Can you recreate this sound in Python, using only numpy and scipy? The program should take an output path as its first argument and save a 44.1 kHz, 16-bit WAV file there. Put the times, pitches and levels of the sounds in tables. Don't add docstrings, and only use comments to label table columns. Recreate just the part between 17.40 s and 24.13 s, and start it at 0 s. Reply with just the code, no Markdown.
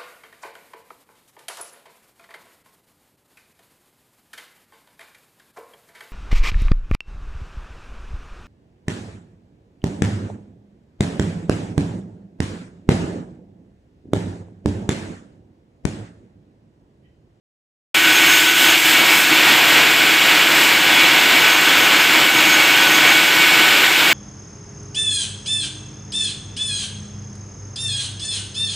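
import sys
import numpy as np
from scipy import signal
from scipy.fft import rfft, irfft
from scipy.io import wavfile

SR = 44100
rng = np.random.default_rng(int(sys.argv[2]) if len(sys.argv) > 2 else 0)


def wav_record(signal):
    frames = np.transpose(np.atleast_2d(signal))
    bounded = np.clip(frames, -1, 1)
    quanta = np.round(bounded * 32767).astype(np.int16)
    wavfile.write(sys.argv[1], SR, quanta)


N = 296793
TIME_S = np.arange(N) / SR
NEEDLE_HZ, TURN_S = 186.95, 3.33


def from_db(db):
    return 10 ** (np.asarray(db) / 20)


def rms_one(x):
    return x / np.sqrt(np.mean(x ** 2) + 1e-20)


def in_time(rows):
    times_s, *columns = np.transpose(rows)
    return [np.interp(TIME_S, times_s, column) for column in columns]


def coloured(x, spectrum):
    hz, db = np.transpose(spectrum)
    bins_hz = np.maximum(np.arange(N // 2 + 1) * SR / N, 1)
    gain = from_db(np.interp(np.log(bins_hz), np.log(hz), db))
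    return rms_one(irfft(rfft(x) * gain, N))


def drift(rate_hz):
    hop, run_in = 40, 2000
    pole = np.exp(-2 * np.pi * hop * rate_hz / SR)
    noise = rng.standard_normal(N // hop + run_in + 2)
    slow = signal.lfilter([1], [1, -2 * pole, pole * pole], noise)[run_in:]
    return np.interp(np.arange(N) / hop, np.arange(len(slow)), rms_one(slow))


def turning(hz):
    return 2 * np.pi * (np.cumsum(np.broadcast_to(hz, N)) / SR + rng.random())


def swells(rows, rise_s, fall_s):
    return sum(height * np.exp(-.5 * ((TIME_S - s) / np.where(TIME_S < s, rise_s, fall_s)) ** 2)
               for s, height in rows)


def swing(hz, crest_s):
    return np.cos(2 * np.pi * hz * (TIME_S - crest_s))


# time in seconds, depth in dB.
LULL_DIPS = [(0.62, 1.6), (1.05, 1), (1.15, 2.5), (1.42, 3), (1.86, 1.9), (2.56, 1.5), (2.78, 1.1),
             (3.09, 0.9), (3.43, 1.5), (3.86, 0.8), (4.21, 1), (4.66, 0.8), (4.92, 1.8), (5.9, 1.5),
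             (6.56, 1.1)]
# time in seconds, rise in dB.
SURGE_PEAKS = [(0.87, 0.8), (1.28, 0.7), (1.6, 0.5), (2.1, 1.5), (2.37, 1.5), (2.91, 0.7), (3.18, 0.6),
               (3.63, 0.5), (3.94, 0.5), (4.82, 0.6), (5.68, 1.1), (6.2, 1)]

def machinery_surge_db():
    return swells(SURGE_PEAKS, rise_s=.033, fall_s=.037) - swells(LULL_DIPS, rise_s=.044, fall_s=.023)


# frequency in Hz, relative density in dB.
HALL_SPECTRUM = [(22, -44), (60, -23), (100, -13.5), (145, -4), (215, -6), (280, -0.5), (480, -2),
                 (650, -0.5), (900, 3), (1250, 1), (2000, -0.5), (4600, -7.5), (6000, -15), (9000, -32)]
# time in seconds, base level in dB.
HALL_CURVE = [(0.56, -22.5), (1.2, -22), (2.1, -19), (2.7, -19.5), (4.1, -18.8), (5.6, -19), (6.73, -20.5)]

def hall_roar(surge_db):
    level_db = in_time(HALL_CURVE)[0] + 1.7 * surge_db + .31 * drift(7)
    return from_db(level_db) * coloured(rng.standard_normal(N), HALL_SPECTRUM)


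# frequency in Hz, relative density in dB.
AIR_SPECTRUM = [(3500, -23.5), (5000, 0), (6300, -4), (6900, -2.5), (7500, 2), (8200, -1), (9400, -6.5),
                (11200, -7.5), (12500, -3), (13500, -0.5), (14500, -0.5), (15500, -10.5)]
# time in seconds, base level in dB.
AIR_CURVE = [(0.56, -23.5), (1.5, -23.5), (2.6, -25.5), (6.73, -25)]
# peak in seconds, rise in dB.
AIR_PUFFS = [(0.98, 2.5), (1.23, 3.5), (1.48, 3.9), (1.78, 4), (2.3, 1.5), (3.24, 3)]

def air_hiss(surge_db):
    puff_db = swells(AIR_PUFFS, rise_s=.061, fall_s=.053)
    level_db = in_time(AIR_CURVE)[0] + .6 * surge_db + puff_db + .17 * drift(8.6)
    noise = rng.standard_normal(N) * from_db(.5 * drift(40))
    return from_db(level_db) * coloured(noise, AIR_SPECTRUM)


# frequency in Hz, relative density in dB.
FRAME_SPECTRUM = [(60, -60), (150, -18), (230, -11), (265, -11), (290, 6), (315, -2), (345, -5), (370, -30),
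                  (500, -21)]
# peak in seconds, rise in dB.
DRONE_SWELLS = [(0.68, 3), (0.82, 4), (1.62, 8), (1.92, 5.5), (3.64, 5), (4.47, 2.5), (5.06, 9), (6.32, 0)]

def frame_drone(surge_db, base_db=-39.2, flutter_db=.8):
    throb_db = .8 * swing(hz=1.646, crest_s=.74)
    swell_db = swells(DRONE_SWELLS, rise_s=.014, fall_s=.019)
    gain = from_db(base_db + .82 * surge_db + throb_db + swell_db + flutter_db * drift(12))
    return gain * coloured(rng.standard_normal(N), FRAME_SPECTRUM), gain


# frequency in Hz, base level in dB rms.
MOTOR_GEAR_TONES = [(75.3, -64), (145.4, -56), (158, -50.5), (188.2, -50.5), (263.3, -51), (276.2, -41),
                    (300.7, -45), (307.4, -43), (311.4, -44), (316.3, -33.5), (340.1, -36.5), (401, -46),
                    (418.4, -49), (947.1, -44), (1515.3, -45), (1536.9, -40), (1641.5, -33), (1682.5, -44)]

def drive_hum(frame_gain, frame_top_hz=380, waver_db=1.24):
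    hum = np.zeros(N)
    for hz, db in MOTOR_GEAR_TONES:
        swell = rms_one(frame_gain) if hz < frame_top_hz else 1
        hum += swell * from_db(db + waver_db * drift(.8)) * np.sin(turning(hz))
    return np.sqrt(2) * hum


# time in seconds, level in dB before the threshold.
SQUEAL_CURVE = [(0.56, -35), (1.2, -34), (2.15, -37), (2.65, -39), (3.2, -38.5), (4.4, -35), (4.85, -39),
                (5.0, -32.5), (5.7, -33.5), (6.05, -41), (6.73, -37)]
# peak in seconds, rise in dB.
SQUEAL_CHIRPS = [(0.75, 8), (0.92, 10), (1.09, 3), (1.28, 5), (4.16, 3), (4.97, 0), (5.13, 4), (5.37, 1)]

def guide_squeal(pitch_hz=6474, jump_hz=130.5, catch_s=1.62, threshold_db=-41.5, flutter_db=3):
    since_catch_s = (TIME_S - catch_s) % TURN_S
    catch = np.exp(-since_catch_s / .13)
    jitter_hz = (11 + 30 * catch) * drift(60)
    phase = turning(pitch_hz + jump_hz * catch + jitter_hz)
    friction_db = in_time(SQUEAL_CURVE)[0] + swells(SQUEAL_CHIRPS, rise_s=.032, fall_s=.035)
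    gain = np.sqrt(np.maximum(from_db(friction_db) ** 2 - from_db(threshold_db) ** 2, 0))
    octave_gain = from_db(-47) + from_db(-37) * np.exp(-.5 * ((since_catch_s - .51) / .07) ** 2)
    tone = gain * np.sin(phase) + octave_gain * np.sin(2 * phase)
    return np.sqrt(2) * from_db(flutter_db * drift(22)) * tone


# frequency in Hz, relative density in dB.
BRIGHTNESS_SPECTRUM = [(2200, -26), (2800, 1), (3200, -3), (3600, -6), (4200, -31)]
# time in seconds, level in dB relative to the clatter.
BRIGHTNESS_CURVE = [(0.56, -9), (1.35, -7), (1.5, -23), (6.73, -26)]

def early_brightness(clatter_db):
    level_db = clatter_db + in_time(BRIGHTNESS_CURVE)[0]
    return from_db(level_db) * coloured(rng.standard_normal(N), BRIGHTNESS_SPECTRUM)


# frequency in Hz, relative density in dB.
LATCH_SPECTRUM = [(700, -44), (1200, -10.5), (1500, 1), (1800, -3), (2200, 2.5), (2800, 1.5), (3400, -1.5),
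                  (4000, -5.5), (5000, -12), (6200, -19.5), (7400, -13), (9500, -36.5), (15000, -29)]

def latch_clatter(phase, clatter_db, ticks_per_s=6000, size_db=3.5, rattle_db=.66):
    sizes = from_db(size_db * np.minimum(rng.exponential(1, N), 4)) * rng.choice([-1, 1], N)
    ticks = rms_one(sizes * (rng.random(N) < ticks_per_s / SR))
    echoes = 1.37 * rng.standard_normal(N)
    bunching = np.cos(3 * phase) + .5 * (np.cos(phase) + np.sin(4 * phase) + np.cos(6 * phase))
    strikes = (ticks + echoes) * (1 + .044 * bunching) * from_db(rattle_db * drift(48))
    return from_db(clatter_db) * coloured(strikes, LATCH_SPECTRUM)


# multiple of the needle rate, base level in dB rms.
BUZZ_HARMONICS = [(2, -47), (4, -39), (5, -40), (6, -46), (7, -36.5), (9, -37.5), (10, -32.5), (11, -37),
                  (13, -31), (14, -33.5), (15, -31), (16, -32), (17, -41), (18, -30), (19, -37)]

def needle_buzz(phase, surge_db, play_rad=.16, waver_db=2.16):
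    buzz = np.zeros(N)
    for order, db in BUZZ_HARMONICS:
        tone = np.sin(order * phase + play_rad * drift(16) + 2 * np.pi * rng.random())
        buzz += from_db(db + waver_db * drift(4.3)) * tone
    return np.sqrt(2) * rms_one(from_db(surge_db)) * buzz


# time in seconds, base levels of the lower and upper whine in dB rms.
WHINE_CURVES = [(0.56, -27, -23), (1.1, -23.5, -25), (2.2, -30, -24.5), (4.3, -27, -25), (5.1, -23.5, -23),
                (6.73, -27.5, -22.5)]

def needle_whines(phase, surge_db, low_order=8, high_order=12, dropout_db=8, waver_db=1.66):
    low_db, high_db = in_time(WHINE_CURVES)
    dropouts = [(s, dropout_db) for s in np.arange(1.45, N / SR, TURN_S)]
    low_db += 1.7 * swing(2 / TURN_S, crest_s=.8) - swells(dropouts, rise_s=.064, fall_s=.064)
    whines = np.zeros(N)
    for order, db in ((low_order, low_db), (high_order, high_db)):
        gain = from_db(db + 1.5 * surge_db + waver_db * drift(5.7))
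        whines += gain * np.sin(order * phase + 2 * np.pi * rng.random())
    return np.sqrt(2) * whines


def scene():
    surge_db = machinery_surge_db()
    background = hall_roar(surge_db) + air_hiss(surge_db)
    drone, frame_gain = frame_drone(surge_db)
    machine = drone + drive_hum(frame_gain) + guide_squeal()
    needle_phase = turning(NEEDLE_HZ)
    clatter_db = -14.5 + surge_db
    clatter = early_brightness(clatter_db) + latch_clatter(needle_phase, clatter_db)
    swayed_phase = needle_phase + .039 * np.sin(turning(hz=5.9))
    needles = needle_buzz(swayed_phase, surge_db) + needle_whines(swayed_phase, surge_db)
    return np.tile(background + machine + clatter + needles, (2, 1))


def record(dry):
    start_s, fade_s, ceiling, cutoff_hz = .543, .003, .9, 15500
    opened = dry * np.clip((TIME_S - start_s) / fade_s, 0, 1)
    rounded = opened / (1 + (opened / ceiling) ** 6) ** (1 / 6)
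    lowpass = signal.ellip(10, .1, 80, cutoff_hz, fs=SR, output="sos")
    return signal.sosfilt(lowpass, rounded)


dry = scene()
out = record(dry)
wav_record(out)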